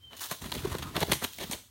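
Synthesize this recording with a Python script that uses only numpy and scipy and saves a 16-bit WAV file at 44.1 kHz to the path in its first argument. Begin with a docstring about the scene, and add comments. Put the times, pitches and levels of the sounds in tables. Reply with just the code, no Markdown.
"""A dirt path at the edge of a forest, where two roosters fight a few metres away.
Claws scrape dry earth and leaves; wings swish, slap, rasp and push thumps of air, over a steady rustle.
A small bird whistles once in the distance as the fight begins. The trees scatter it all back,
and under it lie a faint outdoor hiss and a far low drone."""
import sys
import numpy as np
from scipy import signal
from scipy.io import wavfile

SR = 44100
rng = np.random.default_rng(int(sys.argv[2]) if len(sys.argv) > 2 else 0)


def transcribe(signal):
    """Save signal, clipped to [-1, 1], as a 16-bit WAV file at the path in sys.argv[1]."""
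    frames = np.atleast_2d(signal).T
    limited = np.clip(frames, -1, 1)
    pcm = np.round(limited * 32767).astype(np.int16)
    wavfile.write(sys.argv[1], SR, pcm)


N = 74970


def amp(db):
    """Decibels to gain."""
    return 10 ** (np.asarray(db) / 20)


def unit(x):
    """Scales to rms 1."""
    return x / np.sqrt(np.mean(x ** 2) + 1e-20)


def add(mix, start_s, sound):
    """Mixes a sound in at a time, trimming what falls outside the mix."""
    at = round(start_s * SR)
    sound = sound[max(-at, 0):]
    part = mix[max(at, 0):][:len(sound)]
    part += sound[:len(part)]


def band(x, low_hz, high_hz):
    """Causal band-pass."""
    edges = [low_hz, min(high_hz, SR / 2 - 100)]
    return signal.sosfilt(signal.butter(3, edges, "band", fs=SR, output="sos"), x)


def tint(x, points):
    """Minimum-phase EQ through (Hz, dB) points: colours x without smearing its attacks backwards."""
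    size = 4096
    hz, db = np.transpose(points)
    bin_hz = abs(np.fft.fftfreq(size, 1 / SR))
    log_gain = np.log(amp(np.interp(np.log(bin_hz + 1), np.log(hz), db)))
    kernel = np.fft.ifft(np.exp(np.conj(signal.hilbert(log_gain)))).real[:size // 2]
    return signal.fftconvolve(x, kernel)[:len(x)]


def grit(count, clump_s, clump_db):
    """Noise of countless tiny contacts that bunch into clumps."""
    t = np.arange(count) / SR
    knots = np.arange(0, t[-1] + clump_s, clump_s)
    sizes = np.clip(rng.standard_normal(N), -2, 2)[:len(knots)]
    return unit(rng.standard_normal(N)[:count] * amp(clump_db * np.interp(t, knots, sizes)))


def crackle(count, clump_s, clump_db, snaps_per_s=900, spread_db=3.5, snap_fall_s=0.00067, snap_share=0.29):
    """Grit mixed with the separate snaps of dry leaves and quills."""
    t = np.arange(SR // 200) / SR
    onsets = rng.random(count) < snaps_per_s / SR
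    strengths = amp(spread_db * np.minimum(rng.exponential(1, count), 3))
    envelope = signal.fftconvolve(onsets * strengths, np.exp(-t / snap_fall_s))[:count]
    snaps = envelope * rng.standard_normal(count)
    return np.sqrt(1 - snap_share) * grit(count, clump_s, clump_db) + np.sqrt(snap_share) * unit(snaps)


def burst(contacts, envelope, levels_db, colour_wander=0.019):
    """A shower of contacts under an envelope, balanced in four bands; its colour shifts with each blow."""
    # The tone of each blow, notched by its echo off the ground.
    # Each row: frequency in Hz, relative level in dB.
    colour = [(200, 1), (380, 4), (490, -1), (660, 5), (800, 3.5), (1020, 12), (1350, 5), (1850, 6),
              (2400, -1), (3300, 6), (4300, 3), (5000, -6), (6500, 2), (7800, -4.5), (9500, 1.5),
              (10700, -7.5), (12500, 1), (15500, -10)]
    # The edges in Hz of the four bands: body, middle, quill and hiss.
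    edges_hz = [190, 700, 2150, 4600, 17000]
    shift = np.exp(colour_wander * rng.standard_normal())
    coloured = tint(envelope * contacts, [(hz * shift, db) for hz, db in colour])
    bands = [unit(band(coloured, low, high)) for low, high in zip(edges_hz, edges_hz[1:])]
    return np.sqrt(np.mean(envelope ** 2)) * (amp(levels_db) @ np.array(bands))


def tussle():
    """Churned air, ruffled plumage and crackling litter between the blows."""
    # The swells of the rustle. Each row: time in seconds, then air, plumage and litter levels in dB.
    swells = [(0, -70, -68.5, -72), (.1, -61.5, -66.5, -69), (.16, -70, -61, -57), (0.21, -75, -51, -37.5),
              (0.389, -66, -62, -49.5), (.44, -43, -49.5, -55), (.51, -48, -51.5, -49), (.6, -44, -45, -49),
              (.78, -42, -47, -69), (.88, -43, -49.5, -62), (.93, -44, -49.5, -59), (1.0, -48, -43.5, -58),
              (1.07, -45.5, -65, -40.5), (1.14, -36, -52, -51), (1.19, -57, -64, -56),
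              (1.36, -63, -62.5, -46), (1.43, -54, -49, -49), (1.55, -50.5, -52, -48.5),
              (1.7, -78, -77.5, -72)]
    # The tone of each of the three layers. Each row: frequency in Hz, relative level in dB.
    air_eq = [(20, -47), (45, 0), (75, 6), (170, -2.5), (280, -5), (420, -12), (700, -33), (2000, -78)]
    plumage_eq = [(30, -51), (120, -13.5), (350, 0), (650, -2.5), (1150, -2.5), (1800, -4), (2400, -5.5),
                  (3600, -4.5), (5000, -9), (16000, -14.5)]
    litter_eq = [(50, -61), (300, -72), (2000, -15), (3600, 5.5), (5000, 0), (6500, -3.5), (10500, -4),
                 (13000, -6.5), (16000, 4)]
    times, *curves_db = np.transpose(swells)
    air_gain, plumage_gain, litter_gain = (amp(np.interp(np.arange(N) / SR, times, db)) for db in curves_db)
    air = unit(tint(grit(N, clump_s=0.007, clump_db=3.5), air_eq))
    plumage = unit(tint(grit(N, clump_s=0.006, clump_db=3.0), plumage_eq))
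    litter = unit(tint(crackle(N, clump_s=0.00077, clump_db=7.5), litter_eq))
    return air_gain * air + plumage_gain * plumage + litter_gain * litter


def small_bird(fade_s=0.011, echo_s=0.072, echo_db=-10):
    """One thin, slowly falling whistle in the distance, and its echo."""
    # The whistle's contour. Each row: time in seconds, pitch in Hz, level in dB.
    contour = [(0, 3120, -76), (.02, 3120, -65.5), (0.046, 3130, -49.5), (0.063, 3130, -59),
               (0.088, 3095, -51), (0.111, 3005, -57.5), (.142, 2984, -55), (.168, 2970, -74),
               (.192, 2950, -54), (.232, 2960, -56)]
    times, hz, db = np.transpose(contour)
    t = np.arange(N) / SR
    level = amp(np.interp(t, times, db)) * np.clip((times[-1] - t) / fade_s, 0, 1)
    phase = 2 * np.pi * np.cumsum(np.interp(t, times, hz)) / SR
    whistle = np.sqrt(2) * level * np.sin(phase)
    out = whistle.copy()
    add(out, echo_s, amp(echo_db) * whistle)
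    return out


def scuffs(rise_share=0.46, fall_s=0.0083):
    """Sand and dry leaves crunch under a sliding foot."""
    # Claws and feathers dragged over the ground. Each row: start and length in seconds,
    # then body, middle, quill and hiss levels in dB.
    drags = [(0.1, 0.054, -56, -56, -58, -62), (0.202, 0.024, -61, -44.5, -47, -40),
             (0.222, 0.042, -59.5, -47.5, -45, -43), (1.386, 0.053, -40.5, -45.5, -40.5, -45.5)]
    out, t = np.zeros(N), np.arange(SR // 4) / SR
    for start, length, *levels_db in drags:
        attack = np.minimum(t / (rise_share * length), 1)
        release = np.exp(-np.maximum(t - length, 0) / fall_s)
        crunch = crackle(len(t), clump_s=0.00315, clump_db=1.0)
        add(out, start, burst(crunch, attack * release, levels_db))
    return out


def slaps(rise_s=0.00015, front_db=6):
    """Short cracks where a wing or a foot lands: a sharp jump of pressure, then a rattle."""
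    # Hits of stiff feathers and feet. Each row: start and fall time in seconds,
    # then body, middle, quill and hiss levels in dB.
    hits = [(.1315, 0.0021, -46, -45, -40.5, -56), (0.167, 0.009, -70, -55, -48, -44),
            (0.3136, 0.0012, -32, -27, -35.5, -30), (.5184, .0024, -42, -34, -28, -32),
            (.5234, .001, -35, -35, -24, -35), (0.5403, 0.00094, -49, -38, -39, -30),
            (0.5508, 0.0013, -46, -47, -33, -39), (0.7838, 0.0038, -61, -43, -35.5, -37.5),
            (0.824, 0.0038, -40, -55, -39, -47), (0.9648, 0.0036, -28.5, -24, -22, -31.5),
            (1.0086, 0.0021, -50, -35, -38, -34.5), (1.029, 0.0027, -21.5, -30, -42, -35),
            (1.1214, 0.00057, -13, -11, -13.5, -11), (1.1325, 0.00043, -36, -32, -13.5, -33),
            (1.2467, 0.0011, -25, -20.5, -21, -26), (1.3338, 0.0018, -67, -62, -39, -42.5),
            (1.385, 0.0032, -39, -47, -38, -38.5), (1.5122, 0.0038, -39, -38, -32, -29.5),
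            (1.5328, 0.0011, -25.5, -33, -23, -35)]
    out, t = np.zeros(N), np.arange(SR // 20) / SR
    for start, fall, *levels_db in hits:
        envelope = np.minimum(t / rise_s, 1) * np.exp(-t / fall)
        front = amp(front_db) * signal.unit_impulse(len(t), np.argmax(envelope))
        rattle = grit(len(t), clump_s=0.000373, clump_db=-2)
        add(out, start, burst(rattle - front, envelope, levels_db))
    return out


def wings():
    """Feathers rattle over each other, swelling to the end of each stroke."""
    # Wing strokes. Each row: moment of the peak, rise time and fall time in seconds,
    # then body, middle, quill and hiss levels in dB.
    strokes = [(.315, 0.0066, 0.013, -39, -35.5, -35.5, -34.5),
               (.421, 0.0055, 0.016, -50.5, -46.5, -45.5, -44.5),
               (.444, 0.005, 0.0033, -45.5, -40.5, -46, -47), (.458, 0.0078, 0.013, -46, -45, -42.5, -46),
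               (.553, 0.01, 0.0096, -39, -41.5, -41, -42.5),
               (.655, 0.015, 0.0091, -39.5, -38.5, -44, -51.5),
               (0.721, 0.0061, 0.014, -45.5, -37, -41, -42.5),
               (.752, 0.0057, 0.004, -40.5, -33.5, -39, -45.5), (0.829, 0.0058, 0.01, -53, -41, -37.5, -44),
               (.957, 0.0058, 0.004, -39, -32.5, -36, -45), (.978, 0.015, 0.0081, -34, -41, -41, -48),
               (1.0065, 0.0016, 0.002, -48, -48, -31, -30), (1.018, 0.0063, 0.0079, -31, -32, -32, -38),
               (1.032, 0.0055, 0.0024, -21.5, -29, -26, -34),
               (1.105, 0.022, 0.0098, -39, -40, -42.5, -48.5),
               (1.118, 0.003, 0.011, -28.5, -27.5, -22.5, -29.5),
               (1.131, 0.0026, 0.018, -41, -47, -36.5, -31),
               (1.2237, 0.0044, 0.0096, -35.5, -35, -41, -40.5),
               (1.2445, 0.0088, 0.0072, -35, -34, -29, -31), (1.528, 0.0076, 0.014, -39.5, -42, -39, -36),
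               (1.536, 0.0085, 0.0061, -43, -53, -39.5, -60)]
    out, t = np.zeros(N), np.arange(-SR // 10, SR // 5) / SR
    for peak, rise, fall, *levels_db in strokes:
        envelope = np.exp(-abs(t) / np.where(t < 0, rise, fall))
        feathers = grit(len(t), clump_s=0.00094, clump_db=3.5)
        add(out, peak + t[0], burst(feathers, envelope, levels_db))
    return out


def thumps():
    """Each push of air is a brief, low swing of pressure."""
    # Air pushed by a wing or a breast. Each row: centre in seconds, pitch in Hz, level in dB,
    # swell time in seconds.
    pushes = [(0.321, 155, -37, 0.0047), (0.426, 182, -43, 0.0058), (0.464, 197, -39, 0.0047),
              (0.568, 280, -28.5, 0.0011), (0.581, 110, -35.5, 0.0062), (0.638, 125, -37.5, 0.0058),
              (0.654, 379.5, -25.5, 0.0048), (0.676, 168, -30.5, 0.0025), (.724, 101, -33.5, 0.0051),
              (.7522, 394, -28.5, 0.0026), (.757, 134, -32, 0.0033), (0.831, 155, -34, 0.0016),
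              (.962, 149, -33, 0.0059), (.979, 218, -26.5, 0.0018), (1.022, 147, -29, 0.0033),
              (1.034, 147, -25.5, 0.0037), (1.086, 376, -29.5, 0.0016), (1.103, 179, -32.5, 0.007),
              (1.127, 172, -28.5, 0.0046), (1.228, 147, -39.5, 0.0032), (1.248, 90, -47, 0.014),
              (1.413, 90, -41, 0.0029), (1.447, 177, -41.5, 0.01), (1.501, 198, -33, 0.0026)]
    out, t = np.zeros(N), np.arange(-SR // 20, SR // 20) / SR
    for centre, hz, db, swell in pushes:
        envelope = amp(db) * np.sqrt(2) * np.exp(-(t / swell) ** 2)
        add(out, centre + t[0], envelope * np.sin(2 * np.pi * hz * t))
    return out


def rasps(width_share=0.18):
    """Friction in one narrow resonance that glides as quills slide over each other."""
    # Slides of feathers or claws. Each row: start and length in seconds, first and last pitch in Hz,
    # level in dB.
    slides = [(.518, 0.0072, 4054, 3850, -37), (.5205, 0.0063, 930, 900, -36),
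              (0.569, 0.026, 3680, 2670, -48.5), (0.82, 0.091, 1235, 1132, -48),
              (1.385, 0.0075, 2120, 2100, -45), (1.52, 0.0072, 6340, 9600, -36.5)]
    out = np.zeros(N)
    for start, length, first_hz, last_hz, db in slides:
        progress = np.linspace(0, 1, round(length * SR))
        # Two slow noises on a gliding carrier make a noise band, its width a share of the first pitch.
        lowpass = signal.butter(2, first_hz * width_share / 2, fs=SR, output="sos")
        cos_noise, sin_noise = signal.sosfilt(lowpass, rng.standard_normal((2, N)))[:, -len(progress):]
        phase = 2 * np.pi * np.cumsum(first_hz + (last_hz - first_hz) * progress) / SR
        friction = cos_noise * np.cos(phase) + sin_noise * np.sin(phase)
        arch = np.sqrt(progress * (1 - progress))
        add(out, start, amp(db) * unit(arch * friction))
    return out


def forest(x, echoes_per_s=3000, build_s=0.0018, crossfade_hz=1.685):
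    """Faint, bright echoes from foliage; two echo patterns slowly crossfade, keeping the tail diffuse."""
    # Scatter from trunks and leaves. Each row: low and high edge in Hz, level in dB,
    # seconds to die away by 60 dB.
    scatter = [(140, 1030, -28.5, 0.27), (833, 3140, -20, 0.38), (2580, 5660, -14.5, 0.43),
               (4930, 21000, -11, 0.52)]
    out, t = np.zeros(N), np.arange(SR) / SR
    for wave in (np.sin, np.cos):
        echoes = rng.standard_normal(SR) * (rng.random(SR) < echoes_per_s / SR)
        echoes *= np.minimum(t / build_s, 1)
        tail = sum(amp(db) * unit(band(echoes, low, high) * amp(-60 * t / t60))
                   for low, high, db, t60 in scatter)
        crossfade = wave(2 * np.pi * crossfade_hz * np.arange(N) / SR)
        out += signal.fftconvolve(x * crossfade, tail / np.sqrt(SR))[:N]
    return out


def ambience(hiss_db=-82, drone_db=-64):
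    """The faint hiss of still air among the trees, and a far low drone."""
    # The tone of the still air. Each row: frequency in Hz, relative level in dB.
    hiss_eq = [(20, -14), (60, -4), (150, 1), (250, -2), (700, -6), (2000, 8), (6000, -34), (16000, -15)]
    hiss = unit(tint(rng.standard_normal(N), hiss_eq))
    drone = unit(band(rng.standard_normal(N + SR), low_hz=74, high_hz=106.6)[SR:])
    return amp(hiss_db) * hiss + amp(drone_db) * drone


def scene():
    """The fight and the whistle, echoed by the trees, over the outdoor bed; mono."""
    birds = wings() + slaps() + rasps() + thumps() + scuffs() + tussle() + small_bird()
    return (birds + forest(birds) + ambience())[None]


def record(dry):
    """A steep low-pass trims the very top of the treble."""
    cutoff_hz = 16050
    lowpass = signal.firwin(511, cutoff_hz, window=("kaiser", 9), fs=SR)
    return signal.oaconvolve(dry, lowpass[None], "same")


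dry = scene()
out = record(dry)
transcribe(out)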